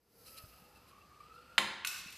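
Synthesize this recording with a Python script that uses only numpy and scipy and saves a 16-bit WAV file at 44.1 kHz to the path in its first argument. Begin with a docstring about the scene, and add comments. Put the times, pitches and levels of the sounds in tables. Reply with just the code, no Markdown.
"""A plastic toy hangs from a small pulley and rolls down a taut string across a hard-floored room.
First the wheel whines, climbing in pitch, and the rubbed string sings; both are gliding sine tones.
Noise hisses in the groove near the microphone, and ticks ring the pulley; soft handling bumps intrude.
At 1.58 s the toy hits a wooden chair, then a piece clatters, rocks and rattles to rest on the floor:
decaying modes and noise cracks, followed by a diffuse room tail."""
import sys
import numpy as np
from scipy import signal
from scipy.fft import rfft, irfft
from scipy.io import wavfile

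SR = 44100
rng = np.random.default_rng(int(sys.argv[2]) if len(sys.argv) > 2 else 0)


def transcribe(signal):
    """Save signal, clipped to [-1, 1], as a 16-bit WAV file at the path in sys.argv[1]."""
    frames = np.atleast_2d(signal).T
    limited = np.clip(frames, -1, 1)
    pcm = np.round(limited * 32767).astype(np.int16)
    wavfile.write(sys.argv[1], SR, pcm)


N = 95873
TIME = np.arange(N) / SR

# The wheel rubs its frame. Each row: centre in seconds, bell half length (sigma) in seconds, level in dB.
SCUFFS = [(0.279, 0.016, -57), (0.382, 0.0085, -51.5), (0.765, 0.014, -68), (.893, 0.015, -66),
          (1.207, 0.0058, -72), (1.352, 0.014, -69.5)]
# The toy strikes the chair. Each row: start in seconds, body level in dB, crack level in dB,
# lowest ringing frequency in Hz.
CHAIR_HITS = [(1.5800, -17, -28, 860), (1.5824, -18, -23, 2510), (1.5872, -31.5, -40, 908)]
# The loose piece clatters. 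Each row: start in seconds, body level in dB, crack level in dB,
# lowest ringing frequency in Hz.
FLOOR_HITS = [(1.8481, -26.5, -39, 810), (1.8505, -28.5, -35.5, 960), (1.8601, -47, -54, 1320),
              (1.871, -44, -32, 3000), (1.8735, -51, -30.5, 3000), (1.8778, -55, -40, 2960),
              (2.126, -62, -47, 3000)]
# Modes of the piece on the floor. Each row: frequency in Hz, relative level in dB, T60 in seconds.
FLOOR_MODES = [(1127, -16.5, 0.026), (1464, -8, 0.02), (2080, -14, 0.016), (2360, -8.5, 0.02),
               (2614, 1, 0.022), (3370, -13, 0.0096), (4100, -9.5, 0.025), (4440, -8, 0.012)]
# Colour of a contact on the floor. Each row: frequency in Hz, relative density in dB per Hz.
FLOOR_CRACK = [(100, -31), (800, -33), (2500, -1), (4500, 1.5), (6500, 0), (9500, -3), (13500, -3)]


def from_db(db):
    """Decibels to gain."""
    return 10 ** (np.asarray(db) / 20)


def rms_one(x):
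    """Scale to unit power."""
    return x / np.sqrt(np.mean(x ** 2) + 1e-20)


def in_time(rows):
    """A control curve at every sample, straight between its points."""
    return np.interp(TIME, *np.transpose(rows))


def at_hz(points, hz):
    """Read a spectrum on a log-frequency axis."""
    f, value = np.transpose(points)
    return np.interp(np.log(hz + 1e-9), np.log(f), value)


def drift(rate_hz):
    """Smooth random wander of unit power: white noise through a two-pole low-pass."""
    r = np.exp(-2 * np.pi * rate_hz / SR)
    wander = signal.lfilter([1], [1, -2 * r, r * r], rng.standard_normal(2 * N))
    return rms_one(wander[N:])  # the first half lets the filter settle


def unsteady_tone(phase, rate_hz):
    """A tone whose two quadratures wander separately, so strength and phase both waver."""
    return drift(rate_hz) * np.sin(phase) + drift(rate_hz) * np.cos(phase)


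def noise(spectrum):
    """Coloured stereo noise of unit power, nearly mono below the treble."""
    # Stereo width. Each row: frequency in Hz, side over mid in dB.
    width = [(3000, -26), (4500, -13), (8000, -9), (14000, -8)]
    hz = np.fft.rfftfreq(N, 1 / SR)
    mid, side = rfft(rng.standard_normal((2, N))) * from_db(at_hz(spectrum, hz))
    side = side * from_db(at_hz(width, hz))
    return rms_one(irfft([mid + side, mid - side], N))


def high_pass(x, hz, order=2):
    """Remove what lies below a frequency."""
    sos = signal.butter(order, hz, "high", fs=SR, output="sos")
    return signal.sosfilt(sos, x + 1e-18)


def swells(rows):
    """Brief bell-shaped swells, as a gain."""
    return sum(from_db(db) * np.exp(-.5 * ((TIME - s) / half) ** 2) for s, half, db in rows)


def since(start):
    """Seconds since a moment, zero before it."""
    return np.maximum(TIME - start, 0)


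def dying(start, t60):
    """Exponential decay from a moment on."""
    return (TIME >= start) * from_db(-60 * since(start) / t60)


def ring(start, hz, t60):
    """A struck mode: a decaying sine."""
    return dying(start, t60) * np.sin(2 * np.pi * hz * (TIME - start))


def spread(x, width_db):
    """Widen or narrow a stereo sound by scaling its difference from the mid."""
    mid = x.mean(axis=0)
    return mid + from_db(width_db) * (x - mid)


def room_air():
    """Steady coloured room noise that fades in at the start."""
    # Colour of the air. Each row: frequency in Hz, relative density in dB per Hz.
    air_colour = [(25, -27), (60, 2.5), (100, -3.5), (200, -4.5), (500, -9.5), (1000, -12.5), (2500, -20),
                  (6000, -23.5), (14000, -38)]
    level_db, fade_s, start_offset_db = -66, 0.24, -14.5
    fade_db = start_offset_db * np.maximum(1 - TIME / fade_s, 0)
    return from_db(level_db + fade_db) * noise(air_colour)


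def whine():
    """The wheel's gliding tone swells about once a turn, is roughened by the axle, and has a wall echo."""
    # Wheel speed as the pitch of its whine. Each row: time in seconds, pitch in Hz.
    pitch = [(0, 343), (.18, 484.5), (.4, 559), (.62, 808.5), (.79, 875), (.87, 1048), (.96, 1148),
             (1.14, 1151), (1.25, 1245), (1.34, 1330), (1.43, 1397), (1.58, 1365)]
    # Strength of the whine. Each row: time in seconds, level in dB.
    strength = [(0, -92), (.2, -71.5), (.38, -71.5), (.52, -76.5), (.66, -72), (.82, -73.5), (.91, -68),
                (.96, -62), (1.09, -71.5), (1.125, -61.5), (1.19, -69.5), (1.208, -52.5), (1.23, -64),
                (1.303, -67), (1.317, -55), (1.335, -64), (1.36, -57), (1.46, -68.5), (1.485, -61.5),
                (1.58, -65)]
    # Partials of the whine. Each row: multiple of the pitch, relative level in dB.
    partials = [(1, 0), (2, -18)]
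    # The slow wheel runs raggedly, the fast one cleanly. Each row: time in seconds, phase jitter in rad.
    ragged = [(.7, 1.2), (.95, .3)]
    wobble, wobble_hz = 0.02405, 66.3  # relative pitch wander and its rate
    flutter_db, flutter_hz = 1.5, 37
    cycles_per_turn, turn_depth = 27, 0.69
    echo_s, echo_db = .028, -7

    hz = in_time(pitch) * (1 + wobble * drift(wobble_hz))
    phase = 2 * np.pi * np.cumsum(hz) / SR
    jitter = in_time(ragged)
    tone = 0
    for multiple, db in partials:
        gain = from_db(db + flutter_db * drift(flutter_hz))
        tone = tone + gain * np.sin(round(multiple) * phase + jitter * drift(53))
    turning = 1 + turn_depth * np.sin(phase / cycles_per_turn + drift(3.5))
    direct = tone * turning
    # the echo beats with the gliding whine
    echo = from_db(echo_db) * np.interp(TIME - echo_s, TIME, direct, left=0)
    return from_db(in_time(strength)) * rms_one(direct + echo)


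def string_song(flicker_hz=15.7):
    """The taut string sings faintly under the wheel in two narrow, unsteady tones."""
    # A high and a low tone, each a list of rows. Each row: time in seconds, pitch in Hz, level in dB.
    string_tones = [
        [(0, 1369, -106), (.24, 1336, -79), (.36, 1305, -64), (.45, 1261, -68.5), (.7, 1235, -71.5),
         (.88, 1240, -76.5), (1.1, 1223, -65), (1.58, 1225, -79)],
        [(0, 465, -87.5), (.5, 497.4, -77), (1.1, 490, -83), (1.33, 463.7, -68.5), (1.45, 501.3, -68),
         (1.58, 511.4, -80)],
    ]
    out = 0
    for tone in string_tones:
        s, hz, db = np.transpose(tone)
        phase = 2 * np.pi * np.cumsum(np.interp(TIME, s, hz)) / SR
        out = out + from_db(np.interp(TIME, s, db)) * unsteady_tone(phase, flicker_hz)
    return out


def rolling():
    """The string's fibres tick under the wheel and ring the pulley, harder when the wheel rubs."""
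    # Force of the rolling contact. Each row: time in seconds, level in dB.
    force = [(0, -104), (.15, -85), (.27, -79), (.4, -61.5), (.48, -69), (.7, -70.5), (.8, -71), (1, -72),
             (1.25, -68.5), (1.4, -65.5), (1.58, -67)]
    # Resonances of pulley and hanger. Each row: frequency in Hz, width in Hz, relative level in dB.
    pulley = [(470, 230, -19), (1288, 94, 2), (1810, 420, -5), (2640, 370, 2), (4120, 190, -8),
              (4340, 50, -7.5), (4910, 200, -5), (8100, 470, -12)]
    # The hanger rings in patches. Each row: centre in seconds, bell half length (sigma) in seconds,
    # level in dB.
    hanger_rings = [(.395, 0.0096, -64), (.655, 0.018, -70.5), (.79, 0.034, -71.5), (1.021, 0.0059, -66)]
    ticks_per_s, tick_spread_db = 1500, 0  # no spread: all ticks are equally strong
    flicker_db, flicker_hz = 2, 9.4
    rub_ring_db = -12.5  # pulley ringing relative to the rub's own noise
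    hanger_hz, hanger_drift_hz = 2680, 36

    ticks = (rng.random(N) < ticks_per_s / SR) * rng.choice([-1, 1], N)
    ticks = ticks * from_db(tick_spread_db * np.minimum(rng.exponential(1, N), 4))
    body = 0
    for k, (hz, width, db) in enumerate(pulley):
        r = np.exp(-np.pi * width / SR)
        poles = [1, -2 * r * np.cos(2 * np.pi * hz / SR), r * r]
        mode = rms_one(signal.lfilter([1, 0, -1], poles, ticks))
        gain = from_db(db + flicker_db * drift(flicker_hz))
        body = body + (-1) ** k * gain * mode  # neighbours in opposite polarity
    drive = from_db(in_time(force)) + from_db(rub_ring_db) * swells(SCUFFS)
    hanger = unsteady_tone(2 * np.pi * hanger_hz * TIME, hanger_drift_hz)
    return drive * rms_one(body) + swells(hanger_rings) * hanger


def friction(flicker_db=1.0, flicker_hz=92):
    """Noise of the string hissing in the groove, with a few brief rubs, flickering in level."""
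    # Hiss that fades with distance. Each row: time in seconds, level in dB.
    hiss_level = [(0, -82.5), (.1, -74), (.19, -63.5), (.32, -54.5), (.45, -59), (.6, -64), (.72, -68.5),
                  (1.1, -74), (1.4, -73.5), (1.58, -72)]
    # Colour of the hiss. Each row: frequency in Hz, relative density in dB per Hz.
    hiss_colour = [(200, -8), (1000, -8), (2000, -2), (3050, -5), (3500, -16), (3980, 5), (4200, 2.5),
                   (4880, 10.5), (5300, 6.5), (5850, -3), (6200, 5.5), (6700, -2.5), (7650, -4), (8100, 6),
                   (8600, -7), (9400, 0), (10450, 7.5), (11800, 8), (12450, 10), (13300, 4), (14000, 8.5)]
    # Colour of the rubs. Each row: frequency in Hz, relative density in dB per Hz.
    scuff_colour = [(400, -31), (1400, -21), (2000, -5), (2450, 3), (2700, 10), (2870, 0), (3050, 10),
                    (3450, -16), (3800, -1), (4000, 17), (4200, 5), (4430, 12), (4650, -4), (4900, 13.5),
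                    (5400, 5), (6500, -2.5), (11000, 6), (14500, -1.5)]
    hiss = from_db(in_time(hiss_level)) * noise(hiss_colour)
    rubs = swells(SCUFFS) * noise(scuff_colour)
    return (hiss + rubs) * from_db(flicker_db * drift(flicker_hz))


def handling(rise_s=0.0014):
    """Dull bumps on the hand-held microphone: decaying low sines with softened onsets."""
    # Each row: start in seconds, frequency in Hz, level in dB, T60 in seconds.
    bumps = [(0.438, 98, -42.5, 0.05), (.475, 57, -60, 0.45), (0.621, 179, -49, 0.031),
             (2.008, 162, -60.5, 0.11), (2.06, 180, -43.5, 0.036)]
    out = 0
    for s, hz, db, t60 in bumps:
        onset = 1 - np.exp(-since(s) / rise_s)
        out = out + from_db(db) * ring(s, hz, t60) * onset
    return out


def clack(hits, modes, crack_colour, crack_t60):
    """Each contact cracks and rings the modes in its own way; harder, brighter ones ring only the higher."""
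    detune = .006  # spread of a mode's pitch from contact to contact, as a share
    body, crack = 0, 0
    chance = rng.standard_normal((len(hits), len(modes), 3))
    for (s, body_db, crack_db, low_hz), draws in zip(hits, chance):
        crack = crack + from_db(crack_db) * dying(s, crack_t60)
        rings = 0
        for (hz, db, t60), (side, strength_db, shift) in zip(modes, draws):
            gain = np.sign(side) * from_db(body_db + db + strength_db)  # random polarity
            rings = rings + gain * ring(s, hz * (1 + detune * shift), t60)
        body = body + high_pass(rings, low_hz, order=3)
    return body + high_pass(crack * noise(crack_colour), hz=184)


def room(x, early_db, late_db, early_t60, build_s):
    """Near reflections, then a diffuse tail whose decay time varies with frequency."""
    # Decay of the room. Each row: frequency in Hz, T60 in seconds.
    room_t60 = [(100, 0.78), (260, 0.68), (700, 0.76), (1840, 0.98), (4850, 0.77), (8000, 0.5),
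                (13000, 0.34)]
    # Colour of the reverberation. Each row: frequency in Hz, relative density in dB per Hz.
    room_colour = [(100, 18.5), (250, 16), (700, 3.5), (1500, -4), (3000, -6), (5000, -0.5), (9000, 0),
                   (14000, 1.5)]
    hz = np.fft.rfftfreq(N, 1 / SR)
    centres = np.log(np.array(room_t60)[:, 0])
    wash, tail = rfft(noise(room_colour)), 0
    # overlapping bands that sum to one, each with its own decay
    for share, (_, t60) in zip(np.eye(len(centres)), room_t60):
        band = irfft(wash * np.interp(np.log(hz + 1e-9), centres, share), N)
        tail = tail + band * dying(0, t60)
    tail = rms_one(tail * (1 - np.exp(-TIME / build_s)))
    early = rms_one(noise(room_colour) * dying(0.008, early_t60))
    response = (from_db(late_db) * tail + from_db(early_db) * early) / np.sqrt(N)
    return signal.fftconvolve(x, response, axes=-1)[:, :N]


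def chair_blow(swell_s=0.046):
    """The toy stops against the chair: modes and cracks in the room; low tones swell and hang on."""
    # Modes of the blow. Each row: frequency in Hz, relative level in dB, T60 in seconds.
    chair_modes = [(930, -10.5, 0.03), (1074, -9.5, .05), (1395, -7, .035), (1730, 1.5, 0.017),
                   (2030, -6, 0.016), (2230, -8.5, 0.04), (2768, -4, 0.025), (3133, -6.5, 0.02),
                   (3160, -3.5, 0.013), (3603, -4, 0.019), (4050, -11.5, 0.015), (4374, -9.5, 0.019),
                   (5110, -15.5, 0.023), (5300, -27, 0.017)]
    # Colour of the crack. Each row: frequency in Hz, relative density in dB per Hz.
    chair_crack = [(40, -30), (150, -18), (280, -13), (350, -5.5), (430, 1), (650, -4), (1200, 5.5),
                   (2000, 6.5), (3400, 13), (4200, 1), (6000, -0.5), (10000, -2), (14500, -14.5)]
    # Low tones of chair and room. Each row: frequency in Hz, level in dB, T60 in seconds.
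    low_ring = [(196, -50.5, 0.64), (211.4, -39.5, 0.38), (352.5, -44.5, 0.51), (531, -41, 0.38),
                (916, -48, 0.55)]
    hit = clack(CHAIR_HITS, chair_modes, chair_crack, crack_t60=0.026)
    start = CHAIR_HITS[0][0]
    low = sum(from_db(db) * ring(start, hz, t60) for hz, db, t60 in low_ring)
    low = low * (1 - np.exp(-since(start) / swell_s))
    return hit + low + room(hit, early_db=-8, late_db=-1.0, early_t60=0.27, build_s=0.0021)


def floor_clatter():
    """A piece lands on the hard floor, end after end, heard mostly through the room."""
    hit = clack(FLOOR_HITS, FLOOR_MODES, FLOOR_CRACK, crack_t60=0.021)
    return hit + room(hit, early_db=-2.5, late_db=3.0, early_t60=0.092, build_s=0.035)


def rocking():
    """The fallen piece rocks on the floor and keeps its strongest mode ringing: a decaying unsteady tone."""
    level_db, mode_hz, drift_hz, t60_s = -45, 2635, 110, 0.67
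    wave = unsteady_tone(2 * np.pi * mode_hz * TIME, drift_hz)
    return from_db(level_db) * dying(FLOOR_HITS[0][0], t60_s) * wave


def settling():
    """The piece rattles softly to rest: many tiny touches ring its modes, with a noise rustle."""
    # Strength of the rattle. Each row: time in seconds, level in dB.
    strength = [(1.88, -94), (1.93, -58), (1.99, -55.5), (2.04, -61.5), (2.11, -58.5), (2.13, -57.5),
                (2.17, -60)]
    touches_per_s, body_low_hz = 970, 820
    rustle_db, uneven_db = 3, 3  # rustle over rattle; wander of the rustle
    touches = (rng.random(N) < touches_per_s / SR) * rng.standard_normal(N)
    body = sum(from_db(db) * ring(0, hz, t60) for hz, db, t60 in FLOOR_MODES)
    rattle = rms_one(high_pass(signal.fftconvolve(touches, body)[:N], body_low_hz))
    rustle = rms_one(noise(FLOOR_CRACK) * from_db(uneven_db * drift(70)))
    level = (TIME > strength[0][0]) * from_db(in_time(strength))
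    return level * (rattle + from_db(rustle_db) * rustle)


def scene():
    """The ride, dying away from the blow on, then the chair and floor contacts, over quiet room noise."""
    spin_down_t60_s, chair_width_db, floor_width_db = 0.76, -4, 2
    spinning = from_db(-60 * since(CHAIR_HITS[0][0]) / spin_down_t60_s)
    air = room_air()
    ride = spinning * (whine() + string_song() + rolling() + friction())
    chair = spread(chair_blow(), chair_width_db)
    floor = spread(floor_clatter() + settling() + rocking(), floor_width_db)
    return ride + chair + floor + handling() + air


def record(dry):
    """The microphones give width only in the treble; the top is cut steeply."""
    mono_below_hz, cutoff_hz = 4300, 14300
    mid = (dry[0] + dry[1]) / 2
    side = high_pass((dry[0] - dry[1]) / 2, mono_below_hz, order=8)
    top_cut = signal.ellip(10, .1, 70, cutoff_hz, fs=SR, output="sos")  # ripple and stop band in dB
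    return signal.sosfilt(top_cut, [mid + side, mid - side])


dry = scene()
out = record(dry)
transcribe(out)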